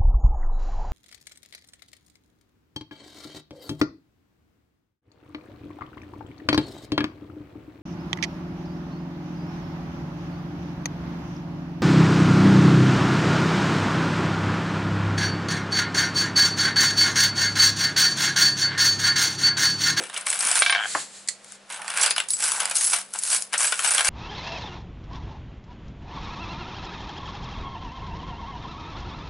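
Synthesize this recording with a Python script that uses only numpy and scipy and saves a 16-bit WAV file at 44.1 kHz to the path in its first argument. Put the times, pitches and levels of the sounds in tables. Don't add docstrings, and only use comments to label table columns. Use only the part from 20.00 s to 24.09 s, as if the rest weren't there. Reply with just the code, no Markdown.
import sys
import numpy as np
from scipy import signal
from scipy.fft import rfft, irfft, next_fast_len
from scipy.io import wavfile
from scipy.ndimage import uniform_filter1d, minimum_filter1d

SR = 44100
rng = np.random.default_rng(int(sys.argv[2]) if len(sys.argv) > 2 else 0)


def wav_record(signal):
    frames = np.transpose(np.atleast_2d(signal))
    bounded = np.clip(frames, -1, 1)
    quanta = np.round(bounded * 32767).astype(np.int16)
    wavfile.write(sys.argv[1], SR, quanta)


N = 180369
BLOW_TIME_S = np.arange(SR // 8) / SR

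# (start [s], rise [s], hold [s], fall [s], jingle [dB], clatter [dB])
POURS = [(0, 0.0017, 0.013, .1, -36.5, -39), (0.085, 0.075, 0.006, 0.13, -37, -35.5),
         (0.253, 0.0066, 0.09, 0.13, -27.5, -35.5), (0.34, 0.087, 0.18, 0.12, -22.5, -29.5),
         (1.689, .012, 0.044, 0.12, -35.5, -37.5), (1.845, 0.16, .06, 0.069, -25, -25),
         (2.145, 0.027, 0.024, 0.081, -35, -35), (2.285, .015, 0.056, 0.37, -31.5, -54),
         (2.375, 0.052, 0.014, 0.26, -21, -31), (2.58, 0.013, 0.019, 0.3, -34.5, -33),
         (2.72, 0.042, 0.14, 0.11, -21.5, -40.5), (2.911, 0.012, 0.036, 0.06, -21, -29),
         (3.128, 0.01, 0.0049, 0.07, -33, -41), (3.182, 0.13, .035, 0.082, -18, -33.5),
         (3.517, 0.014, .015, 0.05, -31, -27), (3.574, 0.025, 0.029, .22, -18.5, -29),
         (3.756, 0.081, 0.13, 0.28, -23.5, -30.5), (3.978, 0.011, 0.015, 0.032, -31, -25.5),
         (4.048, 0.013, .045, .07, -23.5, -27)]
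# (time [s], level [dB], resonance [Hz])
BUMPS = [(0.003, -21, 466), (0.017, -27.5, 414), (0.02, -34, 130), (0.454, -33, 190), (0.950, -7, 1170),
         (0.957, -28, 150), (2.931, -37.5, 189)]
# (time [s], level [dB], knock offset [dB])
LANDINGS = [(.0363, -23, -4), (0.0977, -27.5, -0.5), (0.1432, -20.5, -23), (0.176, -14, -19),
            (0.2102, -20.5, -26), (0.2669, -11, -6), (0.3015, -7.5, -27), (0.3275, -14, -4),
            (.39, -13.5, -24), (0.4067, -9, -21), (0.4496, -9, -23), (0.5134, -6, -12), (0.555, -5.5, -11),
            (0.591, -8.5, -15.5), (1.4447, -30.5, -14.5), (1.521, -26.5, -15), (1.7246, -21, -13),
            (1.8175, -25, -1.5), (1.8795, -16, -6.5), (1.9025, -16, -8), (1.973, -9, -13),
            (2.013, -0.5, -27), (2.0281, 6, -19.5), (2.0608, -4, -19), (2.1069, -2, -11.5),
            (2.1628, -15.5, -4), (2.18, -11.5, -5.5), (2.2014, -15.5, -3.5), (2.2862, -16, -38),
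            (2.3045, -8, -50), (2.3352, -11.5, -37), (2.4396, -8, -23), (2.518, -11, -11),
            (2.602, -4, -11.5), (2.6549, -9.5, -9.5), (2.6974, -16, -26), (2.711, -11.5, -7),
            (2.754, -7, -26), (2.7662, 1.5, -30), (2.8095, -6.5, -15.5), (2.848, -4.5, -29),
            (2.9093, -14, -24.5), (2.9322, -3, -13), (3.014, -22.5, -17), (3.137, -16, -27),
            (3.188, -12, -50), (3.2352, -9, -42), (3.3148, -10.5, -16), (3.3268, -8.5, -13),
            (3.3455, -11, -11), (3.384, -20, -11), (3.4215, -12, -25), (3.5311, -13.5, -6.5),
            (3.5381, -11.5, -3), (3.5793, -7, -36), (3.6062, -9.5, -12), (3.644, -10, -6.5),
            (3.7221, -7.5, -4.5), (3.792, -13, -3.5), (3.8446, -1.5, -9), (3.875, -12.5, -9),
            (3.907, -5, -18), (3.9459, -8, -12.5), (3.9809, -7, -4.5), (4.0078, -13, -6),
            (4.0463, -8.5, -7.5), (4.0534, -7, -14), (4.0824, -2, -11)]
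# (time [s], level [dB], pitch [Hz])
FLAT_LANDINGS = [(.1633, -14, 2930), (2.0273, -12, 2340), (2.0604, -3.5, 4810), (2.1076, -4, 4810),
                 (2.162, -14.5, 5070), (2.1804, -7, 2880), (2.2008, -8, 2765), (2.9312, -10, 2520),
                 (3.327, -13, 2900), (3.9804, -6, 3210)]
# (time [s], pitch [Hz], level [dB])
REBOUNDS = [(.294, 8020, -28.5), (0.392, 8130, -24.5), (.468, 9450, -23.5), (.598, 8980, -16.5),
            (.703, 9216, -23), (2.306, 10260, -28), (2.305, 9900, -22.5), (2.334, 7810, -21),
            (2.518, 9730, -23), (2.758, 9720, -28), (2.784, 6600, -27), (2.863, 10950, -20.5),
            (3.578, 7700, -28), (3.667, 7780, -23), (3.874, 8000, -20), (3.916, 9150, -19.5)]
# (start [s], rise [s], hold [s], fall [s], level [dB])
ARM_MOVES = [(0.781, 0.11, 0.12, 0.08, -31.5), (1.06, 0.088, 0.037, 0.16, -44.5),
             (1.362, .13, 0.064, 0.036, -48)]
# (time [s], level [dB])
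LATE_TOUCHES = [(1.2753, -23), (1.2857, -10.5), (1.2884, -10.5), (1.296, -25)]
# (start [s], rise [s], hold [s], fall [s], level [dB])
HAND_SHIFTS = [(1.695, .008, 0.2, .15, -43.5), (2.376, 0.057, 0.24, .12, -40.5),
               (3.136, .008, 0.011, 0.031, -36.5)]
COIN_MODES_HZ = [7700, 7800, 7930, 8120, 8840, 9010, 9060, 9172, 9500, 10000, 9820, 10240, 10500, 10790]
# (frequency [Hz], level [dB], t60 before damping [s])
TABLE_MODES = [(701, -18.5, 0.33), (801, -20, 0.3), (1100, -15.5, 0.19), (1360, -26, 0.08),
               (1569, 2.5, 0.063), (1597, 3.5, 0.061), (1600, -23.5, 0.043), (1790, -7, 0.074),
               (2097, -1.5, 0.039), (2134, -8, 0.17), (2306, 1.5, 0.089), (2620, -10, 0.066),
               (3070, -6, 0.086), (3180, -25, 0.029), (3345, -7, 0.073)]
# (frequency [Hz], level [dB])
HUM_TONES = [(118.4, -79.5), (199.2, -65.5)]
# (frequency [Hz], t60 [s])
ROOM_DECAY = [(200, 0.44), (1500, 0.2), (5000, 0.21), (11000, 0.034)]
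# (frequency [Hz], level [dB])
CLICK_SPECTRUM = [(200, -51), (600, -26), (2000, -18), (3500, -10.5), (5000, -2), (6800, -1), (8000, -0.5),
                  (9700, 3.5), (11000, -1.5)]
# (frequency [Hz], level [dB])
KNOCK_SPECTRUM = [(50, -50.5), (175, -23.5), (300, -27), (440, -12.5), (780, -3), (1150, -1.5), (1500, 3.5),
                  (1900, -3), (2800, -0.5), (5000, -10.5), (9000, -35.5)]
# (frequency [Hz], level [dB])
THUD_SPECTRUM = [(60, -19), (150, -10), (310, 3), (480, 1), (700, 0.5), (1250, -4), (2000, -2.5),
                 (3200, -14), (8000, -43)]
# (frequency [Hz], level [dB])
RIM_SPECTRUM = [(1200, -31), (3600, 8.5), (5000, 0), (7000, -8), (11000, -28)]
# (frequency [Hz], gain [dB])
ROLL_SPECTRUM = [(400, -8), (730, 3), (1100, -2), (1650, 1.5), (2300, -7), (3200, 3), (4200, -17),
                 (9000, -25)]
# (frequency [Hz], level [dB])
SLEEVE_SPECTRUM = [(880, -17), (1500, -6), (3310, -7), (4400, -2.5), (5840, -7), (7370, 1), (11000, -9),
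                   (14300, -48), (22000, -120)]
# (frequency [Hz], level [dB])
SLAP_SPECTRUM = [(400, -32), (1500, -21), (2050, -3.5), (2450, -15), (3600, -12), (4500, 0.5), (5200, -9),
                 (7400, 3.5), (9500, -2.5), (11000, -14)]
# (frequency [Hz], level [dB])
PALM_SPECTRUM = [(300, -29), (650, -11), (900, 0), (1150, -7), (1500, -1.5), (1900, -16), (3000, -20),
                 (9000, -45)]
# (frequency [Hz], level [dB])
AIR_SPECTRUM = [(30, 5), (70, -14.5), (140, -6), (190, -3.5), (330, -8), (540, 0), (1000, -4.5),
                (1500, -5.5), (2200, -7.5), (7300, -13), (11000, -20)]


def amp(db):
    return 10 ** (np.asarray(db) / 20)


def unit_rms(x):
    return x / np.sqrt(np.mean(x ** 2) + 1e-20)


def unit_blow(x):
    return x * np.sqrt(SR / 1000 / np.sum(x ** 2))


def sine(hz):
    return np.sin(2 * np.pi * hz * BLOW_TIME_S)


def fade(t60_s):
    return np.exp(-np.log(1000) * BLOW_TIME_S / t60_s)


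def swell(time_s, start_s, rise_s, hold_s, fall_s, depth_db=19):
    since_s = time_s - start_s
    below = np.maximum(0, 1 - since_s / rise_s) + np.maximum(0, (since_s - rise_s - hold_s) / fall_s)
    return amp(-depth_db * below)


def curve_at(points, hz):
    knots_hz, values = np.transpose(points)
    return np.interp(np.log(hz + 1), np.log(knots_hz), values)


def colour(x, spectrum, size=2048):
    cepstrum = irfft(np.log(amp(curve_at(spectrum, np.fft.rfftfreq(size, 1 / SR)))))
    cepstrum[1:size // 2] *= 2
    cepstrum[size // 2:] = 0
    kernel = irfft(np.exp(rfft(cepstrum)))
    return signal.fftconvolve(np.atleast_2d(x), kernel[None], axes=1)[:, :x.shape[-1]].reshape(x.shape)


def burst(spectrum, t60_s, tail_db, tail_t60_s):
    envelope = fade(t60_s) + amp(tail_db) * fade(tail_t60_s)
    return unit_blow(colour(rng.standard_normal(len(BLOW_TIME_S)) * envelope, spectrum))


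def stereo_noise(spectrum, width):
    return unit_rms(colour(rng.standard_normal(N) + width * rng.standard_normal((2, N)), spectrum))


def add(out, time_s, x, spread_db=2.5):
    start = max(0, round(time_s * SR))
    part = x[:max(0, N - start)]
    out[:, start:start + len(part)] += amp(rng.normal(0, spread_db) * np.array([[1], [-1]])) * part


def room_air():
    return amp(-53) * stereo_noise(AIR_SPECTRUM, width=0.51)


def hum():
    time_s = np.arange(N) / SR
    return sum(amp(db) * np.sqrt(2) * np.sin(2 * np.pi * (hz * time_s + rng.random()))
               for hz, db in HUM_TONES)


def coin_ring(hz, t60_s, twin_gain=0.41):
    split_hz = rng.uniform(30, 147)
    attack = 1 - np.exp(-BLOW_TIME_S / 0.0003)
    return (sine(hz) + twin_gain * sine(hz + split_hz)) * attack * fade(t60_s)


def clink(hz, ring_db, ring_t60_s):
    click = burst(CLICK_SPECTRUM, t60_s=0.0056, tail_db=-16.5, tail_t60_s=0.078)
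    worn_hz = hz * rng.normal(1, 0.0038)
    ring_gain = amp(ring_db + rng.normal(0, 1.8))
    ring = coin_ring(worn_hz, ring_t60_s * rng.lognormal(0, 0.15))
    return unit_blow(click + ring_gain * unit_blow(ring))


def table_ring(damping):
    modes = 0
    for hz, db, t60_s in TABLE_MODES:
        gain = amp(db + rng.normal(0, 3.2)) * rng.choice([-1, 1])
        modes += gain * sine(hz * rng.normal(1, 0.0019)) * fade(t60_s / damping)
    return unit_blow(signal.sosfilt(signal.butter(3, 620, "high", fs=SR, output="sos"), modes))


def knock():
    impact = burst(KNOCK_SPECTRUM, t60_s=0.019, tail_db=-7, tail_t60_s=0.1)
    return unit_blow(impact + amp(-7) * table_ring(damping=2.26))


def sliding_coins(rate_hz=560, scatter_db=5):
    out = np.zeros((2, N))
    voices = [(clink(hz, ring_db=-5, ring_t60_s=0.055), knock()) for hz in np.repeat(COIN_MODES_HZ, 4)]
    count = int(N / SR * rate_hz)
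    times_s = (np.arange(count) + rng.uniform(-0.92, 1, count)) / rate_hz
    sizes_db = scatter_db * np.clip(rng.standard_normal(count), -2, 2)
    sizes = unit_rms(amp(sizes_db)) * np.sqrt(1000 / rate_hz)
    flows = np.array([swell(times_s, *pour[:4]) for pour in POURS])
    jingle_db, clatter_db = np.transpose(POURS)[-2:]
    jingle = sizes * np.sqrt(amp(jingle_db) ** 2 @ flows ** 2)
    clatter = sizes * np.sqrt(amp(clatter_db) ** 2 @ flows ** 2)
    for k, voice in enumerate(rng.integers(len(voices), size=count)):
        metal, wood = voices[voice]
        add(out, times_s[k], jingle[k] * metal + clatter[k] * wood, spread_db=1.2)
    return out


def thuds():
    out = np.zeros((2, N))
    for time_s, db, hz in BUMPS:
        push = burst(THUD_SPECTRUM, t60_s=0.01, tail_db=-9, tail_t60_s=0.12)
        boom = signal.lfilter(*signal.iirpeak(hz, Q=2.2, fs=SR), push)
        add(out, time_s, amp(db - 1.5) * unit_blow(boom + amp(-14) * push), spread_db=0.5)
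    return out


def chatter(x, gap_s=0.0013, loss_db=6, repeats=2):
    delays_s = np.cumsum(rng.uniform(0.33, 1.6, repeats)) * gap_s
    return x + sum(amp(-loss_db * k) * np.pad(x, (int(delay_s * SR), 0))[:len(x)]
                   for k, delay_s in enumerate(delays_s, 1))


def landings(graze_lead_s=0.0035, graze_db=-12):
    out = np.zeros((2, N))
    for time_s, db, knock_db in LANDINGS:
        metal = amp(db - 3) * clink(rng.choice(COIN_MODES_HZ), ring_db=-7.5, ring_t60_s=0.032)
        add(out, time_s - graze_lead_s * rng.uniform(0.45, 1.5), amp(graze_db) * metal)
        wood = amp(db + knock_db - 0.5) * knock()
        add(out, time_s + 0.0005, chatter(metal + wood))
    return out


def clacks():
    out = np.zeros((2, N))
    for time_s, db, hz in FLAT_LANDINGS:
        ring = unit_blow(coin_ring(hz, t60_s=0.023))
        crack = amp(-4.5) * burst(RIM_SPECTRUM, t60_s=0.017, tail_db=-5, tail_t60_s=0.06)
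        add(out, time_s + 0.0005, amp(db - 6.5) * unit_blow(ring + crack))
    return out


def free_rings():
    out = np.zeros((2, N))
    for time_s, hz, db in REBOUNDS:
        add(out, time_s, amp(db + 6) * coin_ring(hz, t60_s=0.094, twin_gain=0.14), spread_db=0)
    return out


def stray_coin(time_s=0.6208, flight_s=0.0412, flight_ratio=0.835, loss_db=0.7, rim_loss_db=1.7):
    out = np.zeros((2, N))
    for k in range(5):
        wood = table_ring(damping=1.46)
        wood += amp(-5.5) * burst(KNOCK_SPECTRUM, t60_s=0.012, tail_db=-7, tail_t60_s=0.083)
        crack = burst(RIM_SPECTRUM, t60_s=0.0046, tail_db=-14, tail_t60_s=0.24)
        bounce = wood + amp(-3.5 - rim_loss_db * k) * crack
        add(out, time_s, amp(-6 - loss_db * k) * bounce, spread_db=1.2)
        time_s += flight_s * flight_ratio ** k
    return out


def rolling_coin(tip_s=0.76, tip_db=-12, start_s=0.7705, gap_s=0.0094, roll_db=-17.5):
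    out = np.zeros((2, N))
    ticks = [(start_s + gap_s * (k + rng.normal(0, 0.061)), roll_db + rng.normal(0, 1.2))
             for k in range(10)]
    for time_s, db in ticks + [(tip_s, tip_db)]:
        tick = table_ring(damping=3.8)
        tick += amp(-7.5) * burst(KNOCK_SPECTRUM, t60_s=0.0055, tail_db=-14, tail_t60_s=0.12)
        add(out, time_s, amp(db) * unit_blow(colour(tick, ROLL_SPECTRUM)))
    return out


def sleeve_swish():
    motion = sum(amp(db) * swell(np.arange(N) / SR, *shape) for *shape, db in ARM_MOVES)
    return motion * stereo_noise(SLEEVE_SPECTRUM, width=0.55)


def late_coin():
    out = np.zeros((2, N))
    for time_s, db in LATE_TOUCHES:
        slap = burst(SLAP_SPECTRUM, t60_s=0.022, tail_db=-16, tail_t60_s=0.18)
        add(out, time_s, amp(db - 2.5) * slap, spread_db=3)
    return out


def cupped_hand(rate_hz=300, scatter_db=4):
    contacts = rng.random(N) < rate_hz / SR
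    ticks = contacts * amp(scatter_db * rng.standard_normal(N)) * rng.choice([-1, 1], N)
    motion = sum(amp(db) * swell(np.arange(N) / SR, *shape) for *shape, db in HAND_SHIFTS)
    return motion * unit_rms(colour(ticks, PALM_SPECTRUM))


def room(x):
    hz, time_s, noise = signal.stft(rng.standard_normal((2, SR // 2)), SR, nperseg=256)
    decay = amp(-60 * time_s / curve_at(ROOM_DECAY, hz)[:, None])
    tail = signal.istft(noise * decay, SR, nperseg=256)[1]
    tail = np.pad(tail / np.linalg.norm(tail[0]), ((0, 0), (SR // 200, 0)))
    return signal.fftconvolve(x.mean(0)[None], tail, axes=1)[:, :N]


def scene():
    coins = landings() + clacks() + sliding_coins() + free_rings() + cupped_hand()
    near = coins + stray_coin() + rolling_coin() + thuds()
    late = late_coin()
    reverb = room(amp(-14.5) * near + amp(-16) * late)
    background = hum() + sleeve_swish() + room_air()
    return (near + late + reverb + background) * amp([[0.3], [-0.3]])


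def record(dry, ceiling=0.77, window=131, low_hz=85, top_hz=11180):
    gain = np.minimum(1, ceiling / (np.abs(dry).max(0) + 1e-9))
    limited = dry * uniform_filter1d(minimum_filter1d(gain, window), window)
    thinned = signal.sosfilt(signal.butter(2, low_hz, "high", fs=SR, output="sos"), limited)
    size = next_fast_len(N + SR // 4)
    hz = np.fft.rfftfreq(size, 1 / SR)
    return irfft(rfft(thinned, size) / np.sqrt(1 + (hz / top_hz) ** 200), size)[:, :N]


dry = scene()
out = record(dry)
wav_record(out)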